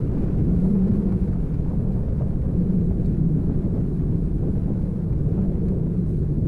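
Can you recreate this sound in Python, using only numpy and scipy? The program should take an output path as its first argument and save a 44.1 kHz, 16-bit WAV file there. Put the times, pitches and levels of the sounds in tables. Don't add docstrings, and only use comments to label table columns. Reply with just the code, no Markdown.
import sys
import numpy as np
from scipy import signal
from scipy.fft import rfft, irfft, next_fast_len
from scipy.io import wavfile
from scipy.ndimage import uniform_filter1d, minimum_filter1d, map_coordinates

SR = 44100
rng = np.random.default_rng(int(sys.argv[2]) if len(sys.argv) > 2 else 0)


def store_pcm(level_fs):
    pcm = np.round(np.clip(level_fs, -1, 1) * 32767).astype(np.int16)
    wavfile.write(sys.argv[1], SR, np.atleast_2d(pcm).T)


N = 285591

# frequency in Hz, relative spectral density in dB.
HISS_COLOUR = [(1200, -17.5), (3000, -5), (4100, 5), (5200, -2), (7500, -1), (9000, 2), (10300, 2),
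               (11300, -3), (14000, -7.5)]
GRIT_COLOUR = [(1500, -26.5), (2000, 0), (2350, 5.5), (2700, -6.5), (3200, -16.5), (3900, -3), (4300, 1),
               (5100, -10.5), (6500, -17), (10000, -33)]
SCUFF_COLOUR = [(500, -15.5), (1200, 9.5), (2300, -4.5), (3300, -24.5), (8000, -52.5)]
SPARK_COLOUR = [(3500, -27.5), (5600, -2.5), (10000, -1), (14000, -14)]
PUFF_COLOUR = [(200, -14.5), (450, 10), (700, 7.5), (1000, -11.5), (1700, -23), (3000, -40), (8000, -74.5)]
SPLASH_COLOUR = [(500, -6.5), (950, 10), (1500, -6.5), (2200, -18), (3200, -25), (8000, -50.5)]
ROAR_COLOUR = [(250, -16.5), (600, 4.5), (800, -2), (1050, -6), (1500, -17), (1900, -22), (3000, -43),
               (6000, -78)]
RASP_COLOUR = [(700, -15), (1100, 3.5), (1500, 5.5), (1900, -1.5), (2350, -2), (3000, -9), (4200, -14.5),
               (5200, -16.5), (9000, -29)]
BUFFET_COLOUR = [(3, -21.5), (10, -1), (40, -1), (70, -3), (120, -3.5), (190, -7.5), (260, -19.5),
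                 (500, -49), (1000, -100)]
LOW_HOUSING_COLOUR = [(120, -25.5), (205, 4), (250, 0), (295, -1.5), (340, -10.5), (450, -28.5), (900, -71)]
HIGH_HOUSING_COLOUR = [(200, -25.5), (300, -1.5), (360, 1), (465, -4), (550, -13.5), (750, -26.5),
                       (1200, -42), (3000, -100)]

# centre in seconds, length in seconds, lift in dB.
HISS_SWELLS = [(0.62, 0.37, 4), (1.2, .4, 2), (4.05, 0.99, 1), (6.14, 0.2, 2.5)]
HISS_DB = -71

# start in seconds, rise in seconds, then grit, dull scuff and bright spark in dB.
TICKS = [(0.174, 0.0055, -65, -57, -74.5), (0.872, .007, -64, -55.5, -71), (1.119, 0.0035, -62.5, -53, -69),
         (1.326, .006, -69, -50.5, -73), (1.5413, 0.0015, -58.5, -55, -67.5),
         (1.921, 0.0025, -61, -66, -76), (3.046, 0.0035, -61, -70, -77.5), (3.0556, .005, -60, -70, -66),
         (5.125, .004, -64.5, -53.5, -70), (5.4144, .005, -67, -58, -70.5),
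         (5.6828, 0.0024, -57.5, -53.5, -63)]

# start in seconds, rise in seconds, body in dB, splash in dB.
PUFFS = [(0.165, 0.0083, -49, -50), (0.236, 0.0036, -37.5, -59), (0.648, 0.0072, -39.5, -56.5),
         (0.754, 0.0035, -39, -63), (0.946, 0.0046, -59, -55), (1.116, .007, -49, -46),
         (1.35, 0.0071, -47, -50), (1.699, 0.0037, -42, -57), (1.731, 0.0074, -42, -58.5),
         (1.903, 0.0047, -46, -60), (1.962, 0.0099, -44, -60), (2.081, 0.003, -37, -58),
         (2.205, 0.0097, -36, -53.5), (2.904, 0.006, -39.5, -59.5), (3.491, 0.0037, -40.5, -56),
         (3.764, 0.0099, -44, -65), (4.426, 0.0069, -46, -50.5), (4.552, 0.0046, -41, -63),
         (4.676, 0.0054, -42.5, -62), (5.375, 0.0076, -39, -49.5), (5.458, .004, -42, -59),
         (5.715, 0.0049, -47, -62), (5.866, .004, -46, -63.5)]

# crest in seconds, roar in dB, rasp in dB, fall in dB per second.
SURGES = [(0.18, -51, -62.5, 19), (0.66, -52, -70, 10.5), (0.9, -56, -65.5, 13), (1.74, -51.5, -76.5, 6),
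          (3.46, -52, -65.5, 8.5), (3.76, -53, -65.5, 36.5), (4.48, -56.5, -63, 8), (4.72, -55, -76, 11),
          (5.36, -55.5, -63, 11)]
SURGE_RISE_S = 0.11
ROAR_DB, RASP_DB, EBB_DB_PER_S = -50.5, -60, 1

# centre in seconds, length in seconds, change in dB.
BUFFET_CHANGES = [(0.45, 0.19, 1.5), (0.75, 0.14, -1.5), (1.04, 0.095, -2.5), (1.5, 0.066, -6),
                  (1.66, .1, -1), (1.96, 0.055, 1), (2.68, 0.12, -2), (2.95, 0.2, 1), (3.3, 0.14, -2.5),
                  (3.92, 0.17, -3.5), (4.54, 0.095, 0), (4.96, 0.19, -6.5), (5.33, .2, -0.5),
                  (5.65, 0.12, -0.5), (5.93, 0.26, -4.5), (6.35, 0.24, -0.5)]
BUFFET_DB, HEAVE_DB, HEAVE_RATE = -23, 0.53, 14

# time in seconds, lower resonance in dB, upper resonance in dB.
DRONE = [(0.0, -35.5, -35.5), (0.2, -31.5, -35), (0.55, -28, -35), (0.8, -36.5, -33.5), (1.08, -33.5, -31),
         (1.2, -35.5, -37.5), (1.48, -34, -40), (1.95, -37, -38), (2.38, -35.5, -41), (2.55, -34, -35.5),
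         (3.1, -33, -35), (3.45, -30, -35.5), (3.8, -33, -36.5), (4.3, -38.5, -35), (4.7, -34.5, -39),
         (5.0, -38.5, -38), (5.2, -40.5, -37), (5.32, -37.5, -35), (5.75, -37, -33), (5.98, -35.5, -36.5),
         (6.2, -36.5, -35), (6.48, -30.5, -33.5)]
# time in seconds, upper resonance shift in semitones.
VEER = [(0.0, 0), (0.65, 0.83), (0.95, -1), (1.3, .5), (1.95, 2), (2.5, 1.6), (2.85, 0.14), (3.25, -1),
        (3.7, 0.47), (4.0, -2), (4.25, -2), (4.65, 1), (5.1, -0.5), (5.7, 0.55), (6.0, -1), (6.48, -1.34)]
# centre in seconds, length in seconds, drone lift in dB.
EDDIES = [(0.18, 0.081, 4), (0.5, 0.061, 1.5), (3.5, 0.05, 1.5), (3.76, 0.048, 5), (3.89, 0.042, 3.5),
          (4.09, 0.046, 3.5), (4.46, 0.074, 6), (4.7, 0.043, 5), (5.32, 0.05, 4)]

# time in seconds, shedding rate in Hz.
SHEDDING = [(0.0, 154.7), (0.1, 119.3), (0.2, 176.2), (0.4, 155.2), (0.55, 180.6), (0.62, 170.4),
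            (0.69, 204.1), (0.8, 188), (0.92, 195.7), (1.02, 193.6), (1.1, 184.3), (1.24, 181.1),
            (1.45, 168), (1.63, 152), (1.73, 191.2), (1.85, 141.8), (1.89, 186), (1.98, 192.4), (2.09, 109),
            (2.31, 160), (2.41, 135), (2.61, 176.4), (2.74, 185), (2.8, 168), (2.88, 180), (3.17, 171.4),
            (3.3, 156), (3.48, 157.4), (3.72, 180), (3.87, 141), (3.99, 181.9), (4.08, 151), (4.2, 173.9),
            (4.3, 145.9), (4.42, 137.9), (4.53, 197.5), (4.6, 167.9), (4.75, 184.4), (4.86, 169.9),
            (4.98, 183.8), (5.08, 160.8), (5.12, 128.2), (5.17, 150), (5.24, 144), (5.37, 182),
            (5.47, 187.6), (5.57, 167), (5.66, 188), (5.75, 165), (5.95, 164), (6.05, 170), (6.35, 139),
            (6.48, 166.8)]
# centre in seconds, length in seconds, lift (or dip) in dB.
GUSTS = [(0.77, 0.8, 9.5), (1.55, 0.11, 1.5), (1.83, 0.16, 4), (2.12, .14, -2), (2.6, 0.18, 7.5),
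         (2.79, 0.25, 8.5), (3.27, 0.3, 9), (4.03, 0.51, 2.5), (5.25, 0.39, 3.5), (6.22, 2.1, 4.5)]
HOWL_DB, HOWL_DB_PER_OCTAVE = -26.5, 3.5
OCTAVE_DB, OCTAVE_WANDER_RATE = -23.5, 55
SLOW_RATIO, SLOW_DB, SLOW_WANDER_RATE = 0.77, -11.5, 30

TOP_HZ = 14300


def amp(db):
    return 10 ** (np.asarray(db) / 20)


def unit(x):
    return x / np.sqrt(np.mean(np.abs(x) ** 2) + 1e-20)


def curves(rows):
    times, *columns = np.transpose(rows)
    t = np.arange(N) / SR
    return [np.interp(t, times, column) for column in columns]


def wobble(rate):
    knots = rng.standard_normal(int(N * rate / SR) + 4)
    return unit(map_coordinates(knots, [np.arange(N) * rate / SR]))


def scatter(rate):
    return unit(wobble(rate) + 1j * wobble(rate))


def swells(rows):
    t = np.arange(N) / SR
    return sum(db * np.exp(-(2 * (t - centre) / length) ** 2) for centre, length, db in rows)


def burst(start, rise):
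    u = np.maximum(np.arange(N) / SR - start, 0) / rise
    return u * np.exp(1 - u)


def filtered(x, response):
    m = next_fast_len(N + SR // 2)
    hz = np.fft.rfftfreq(m, 1 / SR)
    return irfft(rfft(x, m) * response(hz), m)[:N]


def noise(colour):
    f, db = np.transpose(colour)

    def response(hz):
        return amp(np.interp(np.log(hz + 1), np.log(f), db))

    return unit(filtered(rng.standard_normal(N), response))


def steady(x, seconds):
    power = uniform_filter1d(np.abs(x) ** 2, max(int(seconds * SR), 1))
    return x / np.sqrt(np.abs(power) + 1e-12)


def patchy(x, depth_db):
    z = signal.stft(x, nperseg=1024)[2]
    field = rng.standard_normal(z.shape)
    field = uniform_filter1d(field, size=4, axis=0)
    field = uniform_filter1d(field, size=5, axis=1)
    lifted = z * amp(depth_db * unit(field))
    return unit(signal.istft(lifted, nperseg=1024)[1][:N])


def shifted(x, semitones):
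    position = np.cumsum(2 ** (semitones / 12))
    return map_coordinates(x, [position], mode="mirror")


def surging(rest_db, surges):
    t = np.arange(N) / SR
    power = amp(rest_db - EBB_DB_PER_S * t) ** 2
    for crest, db, fall in surges:
        rise = np.exp(-(np.minimum(t - crest, 0) / SURGE_RISE_S) ** 2)
        sink = amp(db - fall * np.maximum(t - crest, 0))
        power = power + (rise * sink) ** 2
    return np.sqrt(power)


def hiss():
    air = patchy(noise(HISS_COLOUR), depth_db=1.8)
    level_db = HISS_DB + swells(HISS_SWELLS) + 0.87 * wobble(22)
    return amp(level_db) * air


def ticks():
    grit = sum(amp(db) * burst(s, rise) for s, rise, db, _, _ in TICKS)
    scuff = sum(amp(db) * burst(s, rise) for s, rise, _, db, _ in TICKS)
    spark = sum(amp(db) * burst(s, rise) for s, rise, _, _, db in TICKS)
    grains = steady(amp(4 * wobble(1000)), seconds=0.004)
    return grains * (grit * noise(GRIT_COLOUR) + scuff * noise(SCUFF_COLOUR) + spark * noise(SPARK_COLOUR))


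def puffs():
    body = sum(amp(db) * burst(s, rise) for s, rise, db, _ in PUFFS)
    splash = sum(amp(db) * burst(s, rise) for s, rise, _, db in PUFFS)
    dull = steady(noise(PUFF_COLOUR), seconds=0.0036)
    wet = steady(noise(SPLASH_COLOUR), seconds=0.014)
    return body * dull + splash * wet


def roar():
    roar_gain = surging(ROAR_DB, [(s, db, fall) for s, db, _, fall in SURGES])
    rasp_gain = surging(RASP_DB, [(s, db, fall) for s, _, db, fall in SURGES])
    churn = amp(1.1 * wobble(23) + 1.2 * wobble(110))
    bed = steady(churn * patchy(noise(ROAR_COLOUR), depth_db=1.25), seconds=0.21)
    rasp_churn = amp(1.1 * wobble(25) + 1.4 * wobble(140))
    rasp = unit(rasp_churn * noise(RASP_COLOUR))
    return roar_gain * bed + rasp_gain * rasp


def buffeting():
    level_db = BUFFET_DB + HEAVE_DB * wobble(HEAVE_RATE) + swells(BUFFET_CHANGES)
    return amp(level_db) * steady(noise(BUFFET_COLOUR), seconds=0.1)


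def housing_drone():
    low_db, high_db = curves(DRONE)
    semitones, = curves(VEER)
    flutter = amp(1.15 * wobble(45))
    low = patchy(noise(LOW_HOUSING_COLOUR), depth_db=-0.1)
    high = shifted(patchy(noise(HIGH_HOUSING_COLOUR), depth_db=1.5), semitones)
    low_drone = amp(low_db) * steady(flutter * low, seconds=0.18)
    high_drone = amp(high_db) * steady(flutter * high, seconds=0.11)
    return amp(swells(EDDIES)) * (low_drone + high_drone)


def mast_howl(tone_db, skirt_db, skirt_rate, jitter, shimmer_db, tone_tilt):
    rate, = curves(SHEDDING)
    rate_octaves = np.log2(rate / np.mean(rate))
    level_db = HOWL_DB + HOWL_DB_PER_OCTAVE * rate_octaves + swells(GUSTS)
    phase = 2 * np.pi * np.cumsum(rate * (1 + jitter * wobble(35))) / SR
    tilt_db = tone_tilt * (level_db - np.mean(level_db))
    tone = amp(tone_db + tilt_db) * unit(amp(shimmer_db * wobble(45)))
    skirt = amp(skirt_db) * scatter(skirt_rate)
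    eddies = steady(tone + skirt, seconds=0.081) * np.exp(1j * phase)
    octave = amp(OCTAVE_DB) * scatter(OCTAVE_WANDER_RATE) * np.exp(2j * phase)
    slow = amp(SLOW_DB) * scatter(SLOW_WANDER_RATE) * np.exp(1j * SLOW_RATIO * phase)
    return amp(level_db) * np.real(eddies + octave + slow)


def scene():
    vent = hiss() + ticks() + puffs() + roar()
    wind = buffeting() + housing_drone()
    howl = mast_howl(tone_db=3, skirt_db=1, skirt_rate=61.94, jitter=0.03, shimmer_db=0.6, tone_tilt=0.027)
    return (vent + wind + howl)[None]


def limiter(x, ceiling_db, hold, knee):
    span = max(int(hold * SR), 1)
    needed = (1 + np.abs(x / amp(ceiling_db)) ** knee) ** (-1 / knee)
    gain = minimum_filter1d(needed, 2 * span)
    smooth_gain = uniform_filter1d(uniform_filter1d(gain, span), span)
    return x * smooth_gain


def record(dry):
    held = limiter(dry[0], ceiling_db=-9.8, hold=0.008, knee=6)
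    soft_ends = signal.windows.tukey(N, 0.001)
    return filtered(held * soft_ends, lambda hz: hz < TOP_HZ)[None]


dry = scene()
out = record(dry)
store_pcm(out)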